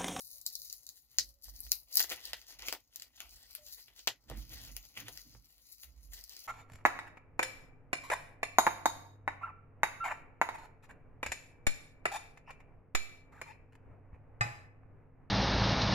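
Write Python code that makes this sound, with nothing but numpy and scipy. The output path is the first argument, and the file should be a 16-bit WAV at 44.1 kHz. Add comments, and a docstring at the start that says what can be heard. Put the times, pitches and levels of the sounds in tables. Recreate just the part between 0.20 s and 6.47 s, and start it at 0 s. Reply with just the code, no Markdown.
"""Hands unwind a roll of stickers on stiff film over a desk in a small quiet room; two ports listen.
First, broken glue threads crackle, film snaps as a struck resonator, and a dove's faint sine tones waver.
Near 1 s comes a loud snap, and from 1.5 to 2 s a dense run of them; the dove's last note falls at 3.4 s.
Near 3.9 s the cardboard core thuds under a snap; from 4.1 s shifting arms ring the stand and desk top.
Thinner crackle and snaps end the scene, over air hush made of filtered noise throughout."""
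import sys
import numpy as np
from scipy import signal
from scipy.fft import rfft, irfft
from scipy.io import wavfile
from scipy.ndimage import uniform_filter1d

SR = 44100
rng = np.random.default_rng(int(sys.argv[2]) if len(sys.argv) > 2 else 0)


def put_to_file(sound):
    """Save the sound as 16-bit audio at rate SR, in the file named by the first command-line argument."""
    columns = np.atleast_2d(sound).T  # one column per channel
    safe = np.clip(columns, -1, 1)
    whole_steps = np.round(safe * 32767)
    wavfile.write(sys.argv[1], SR, whole_steps.astype(np.int16))


N = 276498

# Ports: colour of left over right [f/Hz, level/dB]
PORT_COLOUR = [(60, -6.5), (180, -5.5), (550, -3.5), (1650, 1), (4970, 1.5), (15000, 8.5)]
PORT_LAG_SAMPLES = 5   # right port after left
CUTOFF_HZ = 16812

# Early reflections from shelf and ceiling [delay t/s, level/dB]
REFLECTIONS = [(.0045, -17), (.0098, -14)]
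# Diffuse tail for core, paper, film, sizzle [t60/s, energy level/dB, left-right likeness 0-1]
DIFFUSE_TAILS = [(.13, -5, .9), (.13, -5.5, .6), (.13, -6.5, .2), (.12, -6.5, .1)]

# Dove notes [start t/s, length t/s, f/Hz, level/dB]
DOVE_NOTES = [(0.09, 0.18, 580, -85), (0.337, 0.2, 560, -84), (1.015, 0.29, 559, -82),
              (3.372, 0.13, 604, -65)]

# Resonances of microphone stand and desk top [f/Hz, width f/Hz, level/dB]
STAND_MODES = [(45.9, 9.6, -0.5), (65, 19.7, -9)]
DESK_MODES = [(115.3, 19.3, 2), (169.8, 8.3, -3.5), (222, 77, -9), (320, 53, -10)]
# Arms shifting on the desk [full strength t/s, rise t/s, hold t/s, stand sway level/dB, desk top level/dB]
ARM_SHIFTS = [(1.003, .08, 0.046, -58.5, -78.5), (1.286, 0.21, 0.19, -55.5, -77.5),
              (1.883, 0.23, 0.23, -66.5, -83.5), (2.384, 0.25, 0.066, -64, -77.5),
              (3.102, 0.23, 0.11, -62.5, -87.5), (3.416, 0.16, 0.044, -70.5, -85.5),
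              (3.882, .03, .03, -78, -72), (4.104, 0.069, 0.041, -45, -50), (4.31, .1, 0.044, -54, -62),
              (4.459, 0.18, 0.045, -53.5, -65), (4.783, 0.062, 0.03, -61.5, -56.5),
              (4.892, 0.11, 0.02, -58.5, -87), (5.059, .04, 0.022, -78, -66),
              (5.135, 0.13, 0.016, -61.5, -66), (5.69, .15, 0.22, -54.5, -77)]
SWAY_REST_DB, TOP_REST_DB = -77, -86.5
SHIFT_FALL_DB_PER_S, PULL_FALL_DB_PER_S = 133.5, 230.5
RISE_DB = 30   # every move climbs this far during its rise

# Resonances of cardboard core, backing paper, film and finest creases [f/Hz, width f/Hz, level/dB]
CORE_MODES = [(336, 153, -3.5), (513, 91, 2.5), (704, 265, 1.5), (1202, 1160, -6.5)]
PAPER_MODES = [(1435, 170, -8.5), (1935, 197, -1), (2478, 1330, -3), (3227, 1390, -2)]
FILM_MODES = [(3814, 460, 2), (4670, 1155, 5.5), (6520, 820, 3), (7350, 580, -0.5)]
SIZZLE_MODES = [(9850, 3150, -6), (12360, 1600, 3.5), (14460, 740, 7), (15100, 1500, 3)]
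# Pulls that make the glue crackle
# [full strength t/s, rise t/s, hold t/s, film level/dB, depth (reach into paper and core) level/dB]
GLUE_PULLS = [(0, .05, 0.047, -56, -36), (0.12, 0.12, 0.052, -56, -25), (0.259, 0.014, 0.018, -53, -16.5),
              (0.334, .08, 0.2, -57, -21), (0.58, .08, 0.18, -65.5, -19),
              (0.756, 0.089, 0.041, -63.5, -16.5), (0.922, .1, 0.077, -68.5, -7),
              (1.03, 0.054, 0.061, -65, -18), (1.233, .025, 0.049, -58, -16),
              (1.346, 0.07, 0.16, -59, -16.5), (1.519, 0.037, 0.031, -51.5, -22),
              (1.773, 0.084, 0.031, -39, -13), (1.92, .07, 0.0067, -46.5, 2.5),
              (2.014, 0.074, 0.072, -58, 2.5), (2.18, 0.079, 0.019, -61.5, 2.5),
              (2.283, 0.043, 0.029, -54.5, -2.5), (2.391, 0.015, 0.037, -58.5, 3),
              (2.454, .08, 0.029, -49, -0.5), (2.725, .04, 0.11, -68.5, 0), (2.981, 0.093, 0.045, -60, 4.5),
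              (3.062, .1, 0.32, -63, -5), (3.462, 0.092, 0.14, -55.5, -12.5),
              (3.675, 0.017, 0.027, -77, 10.5), (3.771, 0.041, 0.0075, -55.5, -3.5),
              (4.088, 0.014, 0.061, -70, 12.5), (4.182, 0.044, 0.018, -53, -11),
              (4.312, .1, 0.17, -56.5, -1), (4.538, 0.12, 0.13, -62.5, -4), (4.77, .04, 0.027, -54, 7),
              (4.855, 0.065, 0.15, -61.5, -4), (4.998, 0.09, 0.14, -63.5, -8.5),
              (5.253, 0.14, 0.23, -71.5, -7.5), (5.487, 0.22, 0.11, -65, -14.5),
              (5.624, 0.014, 0.021, -60, -7), (5.793, 0.14, 0.2, -70, -9.5),
              (5.922, 0.036, 0.063, -54.5, -7), (6.109, 0.076, 0.33, -57.5, -8.5)]
# Core, paper, film, sizzle [share of pull depth, crackle over film level/dB, crackle at rest level/dB]
PART_CRACKLE = [(1, -13, -89.5), (1.0, -2.5, -98), (0.048, -1, -80.5), (-0.18, -2.5, -82)]
# Snaps of film and glue
# [t/s, film energy level/dB, depth (reach into paper and core) level/dB, crispness (into creases) level/dB]
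FILM_SNAPS = [(0.214, -28.5, -36, 3), (0.2642, -10, -46, -2.5), (0.3539, -14.5, -44, -3),
              (0.418, -24.5, -35, -2), (0.4994, -20, -28, -7), (.5273, -19.5, -23.5, 3.5),
              (0.6665, -24, -30, -1), (0.6899, -20.5, -25, -2.5), (.775, -36.5, -13, -8),
              (0.9855, 2, -14, -13.5), (1.284, -40, -27, -6), (1.4046, -33.5, -27, 18),
              (1.466, -43.5, 7.5, 10), (1.5181, -3, -17.5, 2.5), (1.7276, -23, -29, -6),
              (1.7516, -28, -19, 4), (1.7555, -16, -14, 8), (1.771, -2, -28, 0.5), (1.776, -5, -15, -15),
              (1.795, -4, -10.5, -11), (1.8031, -27, 13, 20.5), (1.8087, -28.5, 11, 9),
              (1.827, -12.5, -30, -7), (1.8424, -22, 3, -9), (1.8944, -22, -9, -3),
              (1.9003, -15.5, -13, -7.5), (1.9193, -21.5, 6.5, -10), (2.0538, -20, -10, -0.5),
              (2.1326, -15.5, 3.5, -7), (2.3932, -26.5, -2.5, -4), (2.422, -24.5, -4, -8),
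              (2.4845, -12, -1, -3), (2.526, -13, -3, 0), (2.5496, -35.5, 11.5, 4),
              (2.7594, -20, -13.5, 1.5), (2.798, -23.5, -15, -5), (2.8214, -19.5, -11.5, -3.5),
              (3.004, -21, 0, -5.5), (3.351, -23.5, -4, 4), (3.682, -47, 13.5, -16), (3.792, -25, -11, -13),
              (3.8737, -3.5, -13, -9.5), (3.878, -32.5, 26.5, -21), (4.099, -28, -1, 0),
              (4.5659, -20.5, -2.5, 3), (4.774, -46, 26, 0), (4.802, -25, -17, 0.5), (4.883, -26.5, 1.5, 1),
              (4.9744, -23, -9, -3.5), (5.522, -36.5, -30, 5), (5.634, -26.5, -6, -7),
              (5.934, -29.5, -5, -2), (6.0395, -25, -20.5, -2), (6.0947, -27, -26, -0.5),
              (6.1662, -25.5, -9, -5)]
# Fingers knocking the cardboard core [t/s, energy level/dB]
CORE_KNOCKS = [(1.2834, -41.5), (2.526, -15), (3.8732, -12.5), (4.1, -21.5), (4.1145, -23.5), (4.883, -22),
               (5.15, -36.5)]
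SKIN_HISS = 0.59             # smooth rub of fingers, relative to crackle
CORE_UNDER_PAPER_DB = 14.5   # in a snap


def from_db(db):
    """Logarithmic level: twenty decibels are a factor of ten in amplitude."""
    return 10 ** (np.asarray(db) / 20)


def rms_one(x):
    """Normalisation to unit root mean square."""
    return x / np.sqrt(np.mean(x ** 2) + 1e-20)


def drift(rate_hz):
    """Low-pass random process: noise through a double pole, of unit rms, drawn at every 50th sample."""
    r = np.exp(-100 * np.pi * rate_hz / SR)
    noise = rng.standard_normal(N // 50 + 1002)
    slow = signal.lfilter([1], [1, -2 * r, r * r], noise)[1000:]   # without the start-up
    return np.interp(np.arange(N) / 50, np.arange(len(slow)), rms_one(slow))


def swells(s, rise_s, hold_s, levels_db, fall_db_per_s, rest_db):
    """Power addition of envelopes that are linear in decibels, over a level at rest."""
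    t = np.arange(0, N, 50)[:, None] / SR
    climb_db = RISE_DB * np.maximum(s - t, 0) / np.abs(rise_s)
    fall_db = fall_db_per_s * np.maximum(t - s - np.abs(hold_s), 0)
    move_gain = from_db(levels_db - climb_db - fall_db)
    gain = np.sqrt(np.sum(move_gain ** 2, axis=1) + from_db(rest_db) ** 2)
    return np.interp(np.arange(N) / SR, t[:, 0], gain)


def body(x, modes, wander_db=0):
    """Modal superposition: parallel resonances of alternating sign, each struck now harder, now softer."""
    pulse = np.r_[1., np.zeros(SR // 2)]
    response, out = 0, 0
    for k, (hz, width_hz, level_db) in enumerate(modes):
        r = np.exp(-np.pi * width_hz / SR)
        zeros = (-1) ** k * from_db(level_db) * (1 - r * r) * np.array([1, 0, -1])
        poles = [1, -2 * r * np.cos(2 * np.pi * hz / SR), r * r]
        response = response + signal.lfilter(zeros, poles, pulse + 1e-18)
        bend = from_db(wander_db * drift(6)) if wander_db else 1
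        out = out + signal.lfilter(zeros, poles, bend * x + 1e-18)
    return out / np.linalg.norm(response)   # steadily driven white noise keeps its rms


def in_room(x, t60_s, tail_db, alike):
    """Direct sound, early reflections, then a diffuse tail: fresh noise under exponentially decaying power."""
    early = np.zeros((2, SR // 40))
    early[[0, 1], [0, PORT_LAG_SAMPLES]] = 1
    for late_s, level_db in REFLECTIONS:
        arrivals = int(late_s * SR) + rng.integers(0, 12, 2)
        early[[0, 1], arrivals] += from_db(level_db)
    direct = signal.fftconvolve(x[None], early, axes=1)[:, :N]

    keep = from_db(-120 / (t60_s * SR))   # power kept per sample: 60 dB lost in t60
    fed_power = np.roll(uniform_filter1d(x ** 2, 60), 70)
    power = signal.lfilter([1 - keep], [1, -keep], fed_power + 1e-18)
    shared, side = rng.standard_normal((2, N))
    noise = np.sqrt((1 + alike) / 2) * shared + np.sqrt((1 - alike) / 2) * side * [[1], [-1]]
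    return direct + from_db(tail_db) * np.sqrt(np.abs(power)) * noise


def still_air():
    """Stationary noise: a faint hush, shaped by the same resonances as the paper."""
    return from_db(-95.5) * body(rng.standard_normal(N), PAPER_MODES)


def dove():
    """Frequency and amplitude modulation: soft wavering sine tones that swell and fade."""
    out, t = np.zeros(N), np.arange(N) / SR
    wavering_time = np.cumsum(1 + .02 * drift(20)) / SR
    tremble_db = 2.9 * drift(40)
    for s, length_s, hz, level_db in DOVE_NOTES:
        swell = np.sin(np.pi * np.clip((t - s) / length_s, 0, 1) ** 0.61)
        out += from_db(level_db + tremble_db) * swell * np.sin(2 * np.pi * hz * wavering_time)
    return out


def desk_shake():
    """Forced vibration: lumpy random pushes ring the stand and the desk top."""
    *timing, sway_db, top_db = np.transpose(ARM_SHIFTS)
    lean = swells(*timing, sway_db, SHIFT_FALL_DB_PER_S, SWAY_REST_DB) * from_db(0.88 * drift(12))
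    sway = body(lean * rng.standard_normal(N), STAND_MODES)
    # pushes mostly shared by both ports, partly separate
    pushes = rng.standard_normal(N) + 0.48 * rng.standard_normal((2, N))
    press = swells(*timing, top_db, SHIFT_FALL_DB_PER_S, TOP_REST_DB) * from_db(2.0 * drift(12))
    top = body(press * pushes, DESK_MODES)
    # the ports hear little below the sway
    return signal.sosfilt(signal.butter(4, 40, "high", fs=SR, output="sos"), sway + top)


def crackle(base_per_s, spread_db, clump_db):
    """Random point process: glue threads break in clumps, a few much louder than the rest."""
    breaks = rng.random(N) < base_per_s * from_db(clump_db * drift(25)) / SR
    loudness_db = spread_db * np.minimum(rng.exponential(1, N), 5)
    sizes = from_db(loudness_db) * rng.choice([-1, 1], N)
    return rms_one(breaks * sizes)


def snaps(times, levels_db, die_s):
    """Impulsive excitation: a sharp first pulse, then a rattle of exponentially dying noise."""
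    out, t = np.zeros(N + 200), np.arange(200) / SR
    rattle = rng.standard_normal((len(times), 200)) * np.exp(-t / die_s)
    rattle[:, 0] += 3.9 * np.sign(rattle[:, 0])
    for s, level_db, burst in zip(times, levels_db, rattle):
        at = round(s * SR)
        out[at:at + 200] += from_db(level_db) * burst / np.linalg.norm(burst)
    return out[:N]


def sticker_roll():
    """Source and resonator: crackle and snaps excite the core, backing paper, film and finest creases."""
    *timing, pull_db, pull_depth_db = np.transpose(GLUE_PULLS)
    peel = []
    for share, over_db, rest_db in PART_CRACKLE:
        part_db = pull_db + over_db + share * pull_depth_db
        peel.append(swells(*timing, part_db, PULL_FALL_DB_PER_S, rest_db))

    grains = crackle(base_per_s=2000, spread_db=5.5, clump_db=5.0)
    grains = rms_one(grains + SKIN_HISS * rng.standard_normal(N))
    slides = crackle(base_per_s=900, spread_db=2.5, clump_db=6.0)

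    at, snap_db, depth_db, crisp_db = np.transpose(FILM_SNAPS)
    core_snaps = snaps(at, snap_db + depth_db - CORE_UNDER_PAPER_DB, die_s=0.00073)
    knocks = snaps(*np.transpose(CORE_KNOCKS), die_s=0.00031)
    core = peel[0] * slides + core_snaps + knocks
    paper = peel[1] * (slides + 0.083 * grains) + snaps(at, snap_db + depth_db, die_s=0.000067)
    film = peel[2] * grains + snaps(at, snap_db, die_s=0.0011)
    sizzle = peel[3] * grains + snaps(at, snap_db + crisp_db, die_s=0.00081)

    blows = [core, paper, film, sizzle]
    modes = [CORE_MODES, PAPER_MODES, FILM_MODES, SIZZLE_MODES]
    core, paper, film, sizzle = [body(in_room(blow, *tail), part_modes, wander_db=1.8)
                                 for blow, tail, part_modes in zip(blows, DIFFUSE_TAILS, modes)]
    no_bass = signal.butter(3, 3600, "high", fs=SR, output="sos")   # thin film radiates no bass
    no_boom = signal.butter(2, 1300, "high", fs=SR, output="sos")
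    return core + signal.sosfilt(no_boom, paper) + signal.sosfilt(no_bass, film + sizzle)


def scene():
    """Linear superposition of still air, the roll in its room, the shaken desk and the dove."""
    air = still_air()
    return sticker_roll() + desk_shake() + dove() + air


def record(dry):
    """Linear filtering: the ports differ in colour, and a low-pass cuts the top."""
    hz, balance_db = np.transpose(PORT_COLOUR)
    bins_hz = np.arange(N // 2 + 1) * SR / N + 1   # 1 Hz up, to keep the logarithm finite
    half_balance_db = np.interp(np.log(bins_hz), np.log(hz), balance_db) / 2
    tilt = from_db(half_balance_db * [[1], [-1]])
    ports = irfft(rfft(dry) * tilt, N)
    return signal.sosfilt(signal.cheby2(12, 70, CUTOFF_HZ, fs=SR, output="sos"), ports)


dry = scene()
out = record(dry)
put_to_file(out)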